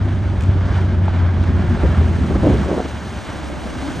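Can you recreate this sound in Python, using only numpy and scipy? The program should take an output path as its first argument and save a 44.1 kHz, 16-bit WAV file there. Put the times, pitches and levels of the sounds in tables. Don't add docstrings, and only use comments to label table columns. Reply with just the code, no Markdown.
import sys
import numpy as np
from scipy import signal
from scipy.fft import rfft, irfft
from scipy.io import wavfile

SR = 44100
rng = np.random.default_rng(int(sys.argv[2]) if len(sys.argv) > 2 else 0)


def dump(signal):
    limited = np.clip(np.atleast_2d(signal).T, -1, 1)
    pcm = np.round(limited * 32767).astype(np.int16)
    wavfile.write(sys.argv[1], SR, pcm)


N = 176400
TIME = np.arange(N) / SR
FREQUENCY = np.maximum(np.fft.rfftfreq(N, 1 / SR), 1)


def from_db(db):
    return 10 ** (np.asarray(db) / 20)


def rms_one(x):
    return x / np.sqrt(np.mean(x ** 2) + 1e-20)


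def in_time(rows):
    return np.interp(TIME, *np.transpose(rows))


def gains(points):
    hz, db = np.transpose(points)
    return from_db(np.interp(np.log(FREQUENCY), np.log(hz), db))


def coloured(x, points):
    return rms_one(irfft(rfft(x) * gains(points), N))


def drift(rate):
    step = 40
    r = np.exp(-2 * np.pi * rate * step / SR)
    chance = rng.standard_normal(N // step + 2002)
    slow = signal.lfilter([1], [1, -2 * r, r * r], chance)[2000:]
    return np.interp(np.arange(N) / step, np.arange(len(slow)), rms_one(slow))


def band(x, low_hz, high_hz, order=2):
    limits = [low_hz, min(high_hz, SR / 2 - 1)]
    sos = signal.butter(order, limits, "band", fs=SR, output="sos")
    return rms_one(signal.sosfilt(sos, x))


def noise():
    return rng.standard_normal((2, N))


def water_noise(spectrum, flutter_db, patchy_db):
    edges = np.geomspace(60, 16000, 9)
    bands = np.zeros((2, N))
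    for low, high in zip(edges, edges[1:]):
        flicker = from_db(patchy_db * drift(15.0))
        bands += band(noise(), low, high) * np.sqrt(high - low) * flicker
    surge = from_db(flutter_db * drift(50))
    return rms_one(coloured(bands, spectrum) * surge)


# (t/s, f/Hz)
BLADE_RATE = [(0, 97.54), (.4, 94.56), (.9, 91.79), (1.4, 88.5), (1.9, 85.7), (2.35, 81.36), (2.65, 77.2),
              (3.15, 72.84), (3.6, 69.64), (4, 67.3)]


def blades_passed():
    return np.cumsum(in_time(BLADE_RATE)) / SR


# (t/s, level/dB)
HUM_LEVEL = [(0, -18), (.3, -21), (.8, -15.5), (.94, -19.5), (1.1, -14), (1.7, -18.5), (2.2, -17.5),
             (2.47, -26), (2.61, -21), (2.72, -32), (3.1, -34), (3.4, -37), (4, -35)]
HUM_WAVER_DB, HUM_WAVER_RATE_HZ, HUM_WAVER_RADIANS = 2, 12.3, 0.3
SECOND_HARMONIC_DB = -19
HUM_SCATTER_DB, HUM_SCATTER_RATE_HZ = -4.5, 4.4


def propeller(blades):
    phase = 2 * np.pi * blades + HUM_WAVER_RADIANS * drift(HUM_WAVER_RATE_HZ)
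    hum = np.sin(phase) + from_db(SECOND_HARMONIC_DB) * np.sin(2 * phase)
    direct = rms_one(hum * from_db(HUM_WAVER_DB * drift(HUM_WAVER_RATE_HZ)))
    scattered = drift(HUM_SCATTER_RATE_HZ) * np.sin(phase)
    scattered += drift(HUM_SCATTER_RATE_HZ) * np.cos(phase)
    both = np.array([direct, from_db(HUM_SCATTER_DB) * scattered])
    return both * from_db(in_time(HUM_LEVEL))


# (t/s, level/dB)
EXHAUST_LEVEL = [(0, -25), (.3, -22.5), (.55, -22), (.75, -21.5), (1.1, -22.5), (1.35, -22), (1.55, -18.5),
                 (1.72, -19.5), (2.2, -19), (2.58, -15.5), (2.69, -29), (2.9, -31), (3.2, -30), (3.7, -36),
                 (4, -31.5)]
# (f/Hz, level/dB per Hz)
EXHAUST_COLOUR = [(20, -48), (32, -36.5), (45, -8.5), (65, 3), (100, -3.5), (140, -7.5), (200, -5.5),
                  (250, -10.5), (305, -22), (360, -14), (450, -29), (700, -33.5), (1500, -79), (9000, -77),
                  (13000, -110)]
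FIRINGS_PER_BLADE = 1.5
FIRING_SPREAD_DB, FIRING_JITTER_S = 6, 0.001
GAS_SHARE = 0.68
EXHAUST_FLUTTER_DB, EXHAUST_FLUTTER_RATE_HZ = 2, 34


def exhaust(firings):
    at = np.flatnonzero(np.diff(np.floor(firings)))
    timing, strength = rng.standard_normal((2, len(at)))
    at = np.clip(at + (FIRING_JITTER_S * SR * timing).astype(int), 0, N - 1)
    pulses = np.zeros(N)
    pulses[at] = from_db(FIRING_SPREAD_DB * np.clip(strength, -2, 2))
    gas = coloured(noise(), EXHAUST_COLOUR)
    direct = np.sqrt(1 - GAS_SHARE) * coloured(pulses - pulses.mean(), EXHAUST_COLOUR)
    direct += np.sqrt(GAS_SHARE) * gas[0]
    flutter = from_db(EXHAUST_FLUTTER_DB * drift(EXHAUST_FLUTTER_RATE_HZ))
    return rms_one(np.array([direct, gas[1]]) * flutter) * from_db(in_time(EXHAUST_LEVEL))


# (t/s, level/dB)
WASH_LEVEL = [(0, -36), (.55, -35), (.75, -30.5), (.99, -36.5), (1.07, -32.5), (1.35, -33.5), (1.6, -32),
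              (1.88, -30.5), (2.2, -34), (2.5, -31), (2.78, -31.5), (2.92, -34.5), (3.2, -35.5),
              (3.32, -33), (3.55, -35.5), (3.82, -33), (4, -33.5)]
# (f/Hz, level/dB per Hz)
WASH_COLOUR = [(100, -30), (300, -1), (450, -4), (600, 0.5), (900, -1), (1300, -4), (1600, -3), (1850, -8),
               (2200, -9.5), (2600, -15), (3100, -14), (4000, -20), (5200, -25.5), (6200, -28.5),
               (7500, -34), (9000, -36.5), (11000, -50), (16000, -82)]


def wash():
    return from_db(in_time(WASH_LEVEL)) * water_noise(WASH_COLOUR, flutter_db=0.87, patchy_db=0.98)


# (t/s, level/dB)
CHURN_LEVEL = [(0, -35), (2, -36.5), (2.7, -35.5), (3.05, -41), (3.35, -36), (3.7, -40), (3.82, -32),
               (4, -30.5)]
# (f/Hz, level/dB per Hz)
CHURN_COLOUR = [(70, -32), (150, -2), (220, 2), (300, 7), (380, -1.5), (460, -12), (610, -2), (780, -37),
                (1000, -36), (2000, -58.5)]


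def churn():
    return from_db(in_time(CHURN_LEVEL)) * water_noise(CHURN_COLOUR, flutter_db=-1.5, patchy_db=0.7)


# (t/s, level/dB)
SPRAY_LEVEL = [(0, -54.5), (.3, -55.5), (.45, -52), (.6, -64), (.76, -51), (.95, -62), (1.1, -68),
               (1.45, -57), (1.8, -49.5), (2.25, -47.5), (2.65, -43.5), (3, -45), (3.25, -43.5),
               (3.55, -45), (3.85, -41.5), (4, -41)]
# (f/Hz, level/dB per Hz)
SPRAY_COLOUR = [(800, -16), (2000, 3.5), (3100, 2.5), (4000, 0.5), (5200, -4), (6200, -1.5), (7400, -8),
                (8700, -5.5), (9700, -12.5), (11300, -6.5), (12500, -19.5), (13500, -43), (16000, -58.5)]


def spray():
    return from_db(in_time(SPRAY_LEVEL)) * water_noise(SPRAY_COLOUR, flutter_db=1, patchy_db=0.56)


# (t/s, level/dB)
SHORE_LEVEL = [(0, -56), (1, -40.5), (2, -33.5), (2.6, -30), (3.1, -39), (3.5, -30.5), (4, -31.5)]
# (f/Hz, level/dB per Hz)
SHORE_COLOUR = [(20, -14), (45, 4.5), (70, 8.5), (110, 4), (200, 2.5), (330, -0.5), (450, -9), (650, -6.5),
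                (1000, -27.5), (2000, -29), (5000, -69), (13000, -100)]


def shore():
    return from_db(in_time(SHORE_LEVEL)) * coloured(noise(), SHORE_COLOUR)


# (t/s at the top, half length/s, level/dB, f/Hz)
THUMPS = [(0.397, 0.02, -20, 63), (0.576, 0.023, -24, 59.6), (1.57, 0.019, -27, 59.6),
          (1.69, 0.013, -19.5, 65), (1.851, .02, -12.5, 70), (2.396, .022, -19, 63.3),
          (2.577, 0.052, -17.5, 71.3), (3.982, 0.006, -24.5, 153)]
THUMP_WAVER_RATE_HZ, THUMP_WAVER_RADIANS = 62, 0.3


def thumps():
    waver = THUMP_WAVER_RADIANS * np.array([drift(THUMP_WAVER_RATE_HZ), drift(THUMP_WAVER_RATE_HZ)])
    waver += rng.uniform(0, 2 * np.pi, (2, 1))
    out = np.zeros((2, N))
    for s, half, db, hz in THUMPS:
        swell = np.exp(-.5 * ((TIME - s) / half) ** 2)
        swing = np.sqrt(2) * np.sin(2 * np.pi * hz * (TIME - s) + waver)
        out += from_db(db) * swell * swing
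    return out


# (t/s, level/dB at the start)
TICKS = [(0.408, -33.5), (0.422, -37), (0.436, -35.5), (1.055, -44), (1.4375, -36), (2.023, -46)]
# (f/Hz, level/dB per Hz)
TICK_COLOUR = [(1000, -8), (2500, 14.5), (5000, -3), (7500, 4), (9000, -2), (12500, -10.5), (15500, -20)]
TICK_FADE_S = 0.0036


def ticks():
    envelope = np.zeros(N)
    for s, db in TICKS:
        envelope += from_db(db) * (TIME >= s) * np.exp(-np.abs(TIME - s) / TICK_FADE_S)
    return coloured(noise(), TICK_COLOUR) * envelope


# (t/s, length/s, level/dB, centre f/Hz)
BUFFETS = [(0.554, 0.018, -25.5, 253), (1.765, .012, -22.5, 287), (1.83, 0.026, -18.5, 375),
           (2.006, 0.025, -26, 320), (2.297, .024, -21, 335), (2.352, 0.0064, -15.5, 376),
           (2.427, 0.034, -16, 388), (2.464, 0.013, -11.5, 370), (2.487, 0.024, -17.5, 380),
           (2.52, 0.038, -22, 380), (2.563, .08, -24, 238), (2.655, 0.0076, -20.5, 310),
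           (2.679, 0.027, -21, 420), (2.71, 0.0089, -18.5, 458), (2.726, 0.018, -21, 408),
           (2.763, .006, -20, 400), (2.77, 0.011, -21, 480), (2.792, 0.0078, -17.5, 466),
           (2.846, 0.01, -22.5, 413)]
# (multiple of the centre frequency, level/dB per Hz)
BUFFET_COLOUR = [(.1, -17), (.35, -2.5), (.8, 2.5), (1.35, -2.5), (1.9, -13), (2.6, -22), (5, -54),
                 (15, -79)]
BUFFET_ATTACK_S, BUFFET_RELEASE_S = 0.0052, 0.011
BUFFET_RAGGED_DB, BUFFET_RAGGED_RATE_HZ = 1, 87


def buffets():
    out = np.zeros((2, N))
    air = noise()
    ragged = from_db(BUFFET_RAGGED_DB * drift(BUFFET_RAGGED_RATE_HZ))
    for s, length, db, hz in BUFFETS:
        attack = np.clip((TIME - s) / BUFFET_ATTACK_S, 0, 1)
        release = np.exp(-np.maximum(TIME - s - length, 0) / BUFFET_RELEASE_S)
        envelope = attack * release
        colour = [(hz * multiple, level) for multiple, level in BUFFET_COLOUR]
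        rasp = coloured(air, colour) * envelope * ragged
        energy_ratio = np.sum(envelope ** 2) / np.sum(rasp ** 2, axis=1, keepdims=True)
        out += from_db(db) * rasp * np.sqrt(energy_ratio)
    return out


# (t/s, level/dB at the start, centre f/Hz)
SLAPS = [(0.784, -20.5, 905), (1.081, -17.5, 980), (1.947, -22, 1300), (3.497, -22, 611),
         (3.654, -19.5, 213), (3.66, -24, 585), (3.672, -29, 593), (3.778, -34, 425)]
SLAP_DECAY_S = 0.003


def slaps():
    out = np.zeros((2, N))
    splash = noise()
    for s, db, hz in SLAPS:
        envelope = (TIME >= s) * np.exp(-np.abs(TIME - s) / SLAP_DECAY_S)
        puff = band(splash * envelope + 1e-18, hz * 0.8, hz * 1.18)
        out += from_db(db) * puff * np.sqrt(np.mean(envelope ** 2))
    return out


# (t/s, centre f/Hz, level/dB)
DRONE = [(3.7, 250, -47), (3.801, 242.4, -32.5), (3.869, 283.5, -27), (3.93, 298.8, -34), (4, 318, -39.5)]
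DRONE_DRIFT_RATE_HZ = 17


def drone():
    s, hz, db = np.transpose(DRONE)
    phase = 2 * np.pi * np.cumsum(np.interp(TIME, s, hz)) / SR
    paths = []
    for _ in range(2):
        tone = drift(DRONE_DRIFT_RATE_HZ) * np.sin(phase) + drift(DRONE_DRIFT_RATE_HZ) * np.cos(phase)
        paths.append(rms_one(tone))
    return np.array(paths) * from_db(np.interp(TIME, s, db)) * (TIME > s[0])


# (f/Hz, level/dB)
MIC_COLOUR = [(8800, 0.5), (9600, -4.5), (10200, -22), (10700, -9), (11300, -8)]
# (f/Hz, level/dB)
WIDTH = [(30, -6.5), (80, -15.5), (140, -13), (350, -19), (700, -15), (1400, -17), (2400, -19.5),
         (3100, -7), (4000, -10), (5000, -12), (5500, -45), (7300, -40), (7800, -26.5), (8500, -24.5),
         (9000, 0), (11000, -4.5), (12000, -20.5), (16000, -12)]
# (f/Hz, level/dB)
BALANCE = [(100, 0), (500, -0.51), (1000, -1.9), (2000, -0.64), (8000, 1)]
PORTS_HZ = 2500


def scene():
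    blades = blades_passed()
    engine = propeller(blades) + exhaust(FIRINGS_PER_BLADE * blades) + drone()
    floats = wash() + churn() + spray() + slaps()
    near_microphone = thumps() + ticks() + buffets()
    direct, scattered = rfft(engine + floats + near_microphone)
    treble = 1 / (1 + (PORTS_HZ / FREQUENCY) ** 4)
    mid = direct * gains(MIC_COLOUR)
    side = (1j * np.sqrt(treble) * direct + np.sqrt(1 - treble) * scattered) * gains(WIDTH)
    lean = np.sqrt(gains(BALANCE))
    left, right = (mid + side) * lean, (mid - side) / lean
    return irfft(np.array([left, right]), N) + shore()


CUTOFF_HZ, FADE_IN_S = 16000, .004


def record(dry):
    fade = np.minimum(TIME / FADE_IN_S, 1)
    top_cut = signal.cheby2(12, 60, CUTOFF_HZ, fs=SR, output="sos")
    return signal.sosfilt(top_cut, dry * fade)


dry = scene()
out = record(dry)
dump(out)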